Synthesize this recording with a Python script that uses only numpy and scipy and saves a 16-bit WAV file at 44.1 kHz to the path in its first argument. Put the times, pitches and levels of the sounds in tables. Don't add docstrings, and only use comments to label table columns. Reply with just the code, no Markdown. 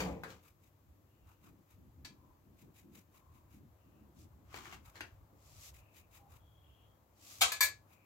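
import sys
import numpy as np
from scipy import signal
from scipy.fft import rfft, irfft, next_fast_len
from scipy.io import wavfile
from scipy.ndimage import map_coordinates

SR = 44100
rng = np.random.default_rng(int(sys.argv[2]) if len(sys.argv) > 2 else 0)


def transcribe(signal):
    frames = np.atleast_2d(signal).T
    limited = np.clip(frames, -1, 1)
    pcm = np.round(limited * 32767).astype(np.int16)
    wavfile.write(sys.argv[1], SR, pcm)


N = 355005


def spoon():
    # start_s, level_db, rise_s, burst_t60_s, ring_db
    clatters = [(7.409, -21.5, 0.00208, 0.111, -10), (7.416, -14, 0.00104, 0.056, -13),
                (7.474, -36, 0.0042, 0.106, -12), (7.518, -29, 0.0009, 0.059, -25),
                (7.562, -42, 0.0021, 0.06, -10.5)]
    clinks = [(2.049, -52.5, 0.00089, 0.035, -1.5), (7.519, -35, 0.00046, 0.065, 0),
              (7.6065, -20.5, .0012, 0.105, -2.5), (7.627, -23.5, 0.0017, 0.1055, -4.5),
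              (7.653, -32.5, 0.0019, 0.039, -5)]
    # pitch_hz, level_db, base_t60_s
    dish_modes = [(791, 0, 0.099), (2353, -1, 0.15), (3784, -2, 0.12), (3973, -5, 0.14), (4280, -12, 0.17),
                  (6062, -17, 0.36), (6665, -10, 0.23), (6864, -15, 0.45), (8296, -10, 0.12),
                  (11700, -18, 0.14), (12370, -6, 0.073), (13040, -10, 0.089), (14450, -21, 0.14)]
    steel_modes = [(1030, -5, .15), (1700, 0, .25), (2240, -6, .22), (2352, -4, .23), (3578, -6, .14),
                   (4303, -7, .16), (4703, -3, .18), (5690, -12, .13), (6675, -6, .16), (8000, -9, .15),
                   (9362, -15, .13), (11934, -11, .15), (12664, -10, .16), (15043, -13, .13)]
    # frequency_hz, level_db
    crash = [(120, -64), (200, -40), (423, -21), (788, -6), (912, -14.5), (1310, -2.5), (1440, -27.5),
             (1520, -6), (1730, -17), (2320, -1), (2730, -10), (3870, -4), (5280, -11.5), (6810, -7.5),
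             (15800, -24)]
    chink = [(120, -79.5), (200, -48.5), (472, -16.5), (929, -21.5), (1020, -13), (1470, -17), (1670, -8),
             (2400, -8), (3050, -17), (4640, -3), (5090, -12.5), (8030, -7.5), (10400, -21), (12200, -6.5),
             (15800, -16)]
    dish = struck(clatters, dish_modes, crash, t60_scale=0.8, room_db=2.5)
    steel = struck(clinks, steel_modes, chink, t60_scale=0.902, room_db=1)
    return dish + steel


def bag():
    thumps = [(0.0, -35.5, 0.00044, 0.443, -27), (0.04, -35, 0.0322, 0.421, 6.5),
              (0.236, -49, 0.0036, 0.38, -15.5)]
    counter_modes = [(70.0, -8, 0.71), (178, 0, 0.5), (226, -13, 0.42), (269, -10, 0.69), (339, -2, 0.22),
                     (458, -12, 0.88), (592, -13, 0.35), (829, -8, 0.26), (985, 0, 0.075)]
    thud = [(26, -45.5), (45, -18), (76, -5.5), (134, -12.5), (173, -3.5), (208, -15), (338, -8),
            (380, -19), (466, -4), (663, -18), (838, -12.5), (1560, -33), (2500, -28.5), (3250, -49.5),
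            (5500, -120)]
    return struck(thumps, counter_modes, thud, t60_scale=0.668, room_db=-4.5)


def knocks(body_t60_s=0.01728, snap_t60_s=0.0238, rise_s=0.000565):
    contacts = [(0.003, -28, -30.5, 0.5), (0.235, -31, -44, 1.5), (0.303, -51.5, -50, 2),
                (2.047, -50, -37.5, 12), (4.542, -35, -47, -5), (4.57, -43, -47.5, 0),
                (4.655, -41, -62, 3.5), (4.725, -36.5, -48, -0.5), (4.955, -46, -48.5, 10.5),
                (5.007, -29, -38.5, 0)]
    # frequency_hz, level_db
    hollow = [(120, -18.5), (220, -16.5), (370, 0), (550, -8.5), (800, 1.5), (1000, 2.5), (1350, -7.5),
              (1720, 6), (2050, -2), (2350, 1), (3000, -10), (4500, -25)]
    snap = [(880, -27), (1500, -13), (1640, -11), (2290, -2), (2660, -13.5), (4750, -3), (5040, -16),
            (6710, -10.5), (9100, -23), (13100, -25.5), (15800, -34.5)]
    out, t = np.zeros((2, N)), np.arange(SR // 8) / SR
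    attack = 1 - np.exp(-t / rise_s)
    for start_s, body_db, snap_db, room_db in contacts:
        note = amp(body_db - 60 * t / body_t60_s) * coloured(rng.standard_normal(len(t)), hollow)
        tick = amp(snap_db - 60 * t / snap_t60_s) * coloured(rng.standard_normal(len(t)), snap)
        add(out, start_s, kitchen((note + tick) * attack, room_db))
    return out


def dabs(press_s=0.0372, lift_s=0.0424, squelch_db=-3):
    touches = [(0.466, -65.5, -3.5), (0.652, -72, -15.5), (1.301, -74, 6.5), (1.465, -70, 3.5),
               (1.716, -74.5, -0.5), (2.608, -69.5, -16.5), (2.788, -64.5, -14.5), (2.971, -62.5, -8.5),
               (3.165, -69.5, -3), (3.363, -72, -4.5), (3.541, -69, -7.5), (4.878, -66, 2),
               (5.77, -65.5, -9.5), (5.973, -63.5, -9.5), (6.161, -62, -7.5), (6.338, -65.5, -2),
               (7.926, -69, -4)]
    # frequency_hz, level_db
    crust = [(940, -44), (1600, -12.5), (2420, -0.5), (3350, -10.5), (3900, -4.5), (4290, -15),
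             (4770, -8.5), (5400, -11.5), (6930, -5.5), (9330, -15), (11600, -10), (15800, -10.5)]
    squelch = [(500, -8.5), (900, 7.5), (1300, 8), (2400, -18), (3500, -30)]
    pressure = np.array([amp(db) * swell(peak_s, press_s, lift_s) for peak_s, db, _ in touches])
    sauce_db = np.array(touches)[:, 2:]
    crunch = pressure.sum(0) * coloured(grainy(rate=130, depth_db=2.5), crust)
    sauce = (pressure * amp(sauce_db + squelch_db)).sum(0) * coloured(diffuse(N), squelch)
    return crunch + sauce


def rubbing(scrape_db=3):
    # peak_s, relative_db, rise_s, fall_s
    scrapes = [(0.0, -46, .01, 0.0603), (0.308, -59, 0.0337, 0.0473), (4.564, -54, 0.0319, 0.0764),
               (4.665, -61.5, 0.022, 0.0363), (4.733, -57.5, 0.0162, 0.0298), (4.962, -61.5, 0.0149, 0.075)]
    slides = [(4.215, -67.5, 0.0462, 0.0398), (5.52, -66, 0.106, 0.131), (5.675, -56, 0.0744, 0.0303),
              (7.321, -55.5, 0.0972, .125)]
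    # frequency_hz, level_db
    grit = [(150, -36.5), (250, -21), (354, 10), (537, -10), (709, 2), (1220, 10), (1700, 0.5), (3050, 1.5),
            (4550, -4), (7150, -3), (9280, -15.5), (13600, -12.5), (15800, -13.5)]
    swish = [(350, -46.5), (600, -7), (747, -9), (905, -36.5), (1140, 1), (1480, -11), (2490, -0.5),
             (3230, -1.5), (7240, 3), (9390, -7.5), (11700, -4.5), (15800, -9.5)]
    scraping = sum(amp(db) * swell(s, rise, fall, shape=1.09) for s, db, rise, fall in scrapes)
    sliding = sum(amp(db) * swell(s, rise, fall) for s, db, rise, fall in slides)
    gritty = amp(scrape_db) * scraping * coloured(grainy(rate=260, depth_db=1.5), grit)
    return gritty + sliding * coloured(grainy(rate=470, depth_db=1.5), swish)


def feet(tread_db=-3, scuff_db=-2, rumble_db=-69.5, shuffle_db=-75.5):
    # start_s, length_s, relative_db
    treads = [(0.859, 0.066, -62), (1.234, 0.054, -59), (1.5, 0.038, -65), (1.753, 0.3, -58),
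              (2.184, 0.126, -63), (2.653, 0.03, -63), (3.278, 0.074, -62), (3.655, 0.048, -61),
              (4.006, 0.052, -64), (4.178, 0.174, -57), (4.463, 0.096, -60), (4.583, 0.1, -59),
              (4.722, 0.168, -58), (5.006, 0.074, -61), (5.127, 0.124, -60), (5.473, 0.076, -60),
              (5.566, 0.054, -60), (5.694, 0.136, -57), (6.299, 0.068, -59), (6.855, 0.05, -64),
              (7.412, 0.054, -56)]
    scuffs = [(0.962, 0.091, -71), (1.443, 0.098, -62.5), (1.587, 0.032, -66.5), (1.777, 0.1065, -62.5),
              (1.988, 0.1706, -61.5), (2.229, 0.075, -68.5), (2.46, 0.104, -64.5), (2.634, 0.072, -58.5),
              (2.843, 0.1465, -59.5), (3.349, 0.0406, -69), (3.543, 0.12, -61), (3.856, 0.048, -65),
              (3.95, 0.152, -63), (4.166, 0.1004, -61), (4.361, 0.088, -65), (4.55, 0.284, -63),
              (5.009, 0.039, -72), (5.336, 0.0344, -63)]
    # frequency_hz, level_db
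    floor_thud = [(15, -47.5), (25, -18), (54, 0), (70, 7.5), (102, 1), (150, -5.5), (200, -39),
                  (330, -120)]
    muffled = [(76, -34), (130, -3), (200, -0.5), (248, -4), (312, -2.5), (404, -15), (600, -24.5),
               (780, -56), (1320, -120)]
    treading = np.hypot(amp(tread_db) * steps(treads), amp(rumble_db + 2.7 * wobble(3.6)))
    scuffing = np.hypot(amp(scuff_db) * steps(scuffs), amp(shuffle_db + 1.1 * wobble(11)))
    return treading * coloured(diffuse(N), floor_thud) + scuffing * coloured(diffuse(N), muffled)


def steps(moves, rise_s=0.014, fall_s=0.016):
    return sum(amp(db) * swell(s, rise_s, fall_s, hold=length, shape=0.82) for s, length, db in moves)


def squeaks(sag_share=0.025, width_share=0.185):
    calls = [(1.059, 0.392, 2797, -87, 0.26), (2.037, 0.411, 1013, -76.5, .1),
             (3.073, 0.478, 1064, -77, 0.135), (3.746, .35, 2776, -87.5, .15),
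             (5.722, 0.387, 2610, -78.5, 0.122), (6.174, 0.1536, 811.5, -71.5, 0.502),
             (6.324, .7, 3320, -80.5, 0.453), (6.593, 0.324, 2947, -80.5, .02),
             (7.857, 0.294, 2454, -78, 0.054)]
    out = np.zeros((2, N))
    for start_s, length_s, pitch_hz, db, pure in calls:
        n, pure = int(length_s * SR), np.clip(pure, 0, .9)
        width_hz = width_share * pitch_hz * (1 - pure)
        fuzz = unit(filtered(rng.standard_normal((2, n)), lambda hz: 1 / (1 + (2 * hz / width_hz) ** 2)))
        glide_hz = pitch_hz * np.linspace(1, 1 - sag_share, n)
        tone = np.sin(2 * np.pi * np.cumsum(glide_hz) / SR)
        squeak = (pure + (1 - pure) * fuzz) * tone * signal.windows.tukey(n)
        add(out, start_s, amp(db) * unit(squeak))
    return out


def background(hum_hz=101, hum_db=-73, waver_db=2.0, wash_db=-2, hiss_db=-75):
    wash_curve = [(0.9, -81), (2.3, -76.5), (4.2, -74.5), (5.0, -71.5), (8.05, -73)]
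    # frequency_hz, level_db
    outside = [(250, -23), (550, 3.5), (1100, 0), (1800, -15.5), (3500, -27)]
    air = [(180, -38), (300, 0), (411, -5.5), (519, -6.5), (676, -10.5), (1150, -11), (1360, -16),
           (1860, -18), (5290, -24), (7250, -21), (9290, -31), (11200, -25), (13600, -19.5), (15800, -21)]
    t = np.arange(N) / SR
    hum = amp(hum_db + waver_db * wobble(2.8)) * unit(np.sin(2 * np.pi * hum_hz * t))
    wash_gain = amp(wash_db + np.interp(t, *np.transpose(wash_curve)))
    wash = wash_gain * coloured(grainy(rate=9.7, depth_db=1.5), outside)
    return hum + wash + amp(hiss_db) * coloured(diffuse(N), air)


def struck(blows, modes, spectrum, t60_scale, room_db):
    out, t = np.zeros((2, N)), np.arange(SR // 2) / SR
    hz, mode_db, base_t60_s = np.transpose(modes)[:, :, None]
    for start_s, db, rise_s, burst_t60_s, ring_db in blows:
        strength = amp(mode_db + rng.standard_normal(hz.shape)) / np.linalg.norm(amp(mode_db))
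        phase = rng.random(hz.shape) + rng.random((2, *hz.shape)) * np.minimum(hz / 3000, .5)
        swing = np.sin(2 * np.pi * (hz * t + phase))
        ring = (strength * amp(-60 * t / (base_t60_s * t60_scale)) * swing).sum(1)
        burst = coloured(rng.standard_normal(len(t)), spectrum) * amp(-60 * t / burst_t60_s)
        attack = amp(db) * (1 - np.exp(-t / rise_s))
        add(out, start_s, kitchen(attack * burst, room_db))
        add(out, start_s, amp(ring_db) * attack * ring)
    return out


def kitchen(x, room_db, lead_s=.00015):
    tiles = [(100, 0.53), (500, 0.237), (2500, 0.2058), (7000, 0.1967), (15000, 0.094)]
    hz, t, z = signal.stft(diffuse(SR // 2), SR, nperseg=256)
    tail = signal.istft(z * amp(-60 * t / along(tiles, hz)[:, None]), SR, nperseg=256)[1]
    answer = amp(room_db) * tail / np.linalg.norm(tail[0])
    answer[0, 0] += 1
    answer[1, round(lead_s * SR)] += 1
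    return signal.fftconvolve(x[None], answer / np.linalg.norm(answer[0]), axes=1)


def diffuse(n):
    alike = [(60, 1), (200, 0.7), (500, 0.61), (1000, 0.034), (3000, 0.036)]
    turn = lambda hz: np.arccos(np.clip(along(alike, hz), -1, 1)) / 2
    mid_side_gains = lambda hz: np.array([np.cos(turn(hz)), np.sin(turn(hz))])
    mid, side = filtered(rng.standard_normal((2, n)), mid_side_gains)
    return np.array([mid + side, mid - side])


def grainy(rate, depth_db):
    return amp(depth_db * wobble(rate)) * diffuse(N)


def wobble(rate):
    return map_coordinates(rng.standard_normal(int(N * rate / SR) + 4), [np.arange(N) * rate / SR])


def swell(s, rise, fall, hold=0, shape=2):
    t = np.arange(N) / SR - s
    away = np.maximum(-t / rise, 0) + np.maximum((t - hold) / fall, 0)
    return np.exp(-np.minimum(away, 20) ** shape)


def amp(db):
    return 10 ** (np.asarray(db) / 20)


def unit(x):
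    return x / np.sqrt(np.mean(x ** 2) + 1e-20)


def along(points, hz):
    f, v = np.transpose(points)
    return np.interp(np.log(hz + 1), np.log(f + 1), v)


def filtered(x, response):
    n = x.shape[-1]
    m = next_fast_len(n + 8192)
    return irfft(rfft(x, m) * response(np.fft.rfftfreq(m, 1 / SR)), m)[..., :n]


def coloured(x, spectrum):
    return unit(filtered(x, lambda hz: amp(along(spectrum, hz))))


def add(out, s, x):
    start = max(round(s * SR), 0)
    out[:, start:start + x.shape[-1]] += x[..., :N - start]


def scene():
    return bag() + knocks() + dabs() + rubbing() + spoon() + feet() + squeaks() + background()


def record(dry, top_hz=15850):
    lean = [(60, -1.5), (100, 1.5), (170, 1), (400, 1.5), (900, 4.5), (2100, 7), (4000, 2), (7300, -2.5),
            (9000, 2.5), (11500, 12.5), (15500, 8.5)]
    return filtered(dry, lambda hz: amp(np.array([[1], [-1]]) * along(lean, hz) / 2) * (hz < top_hz))


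dry = scene()
out = record(dry)
transcribe(out)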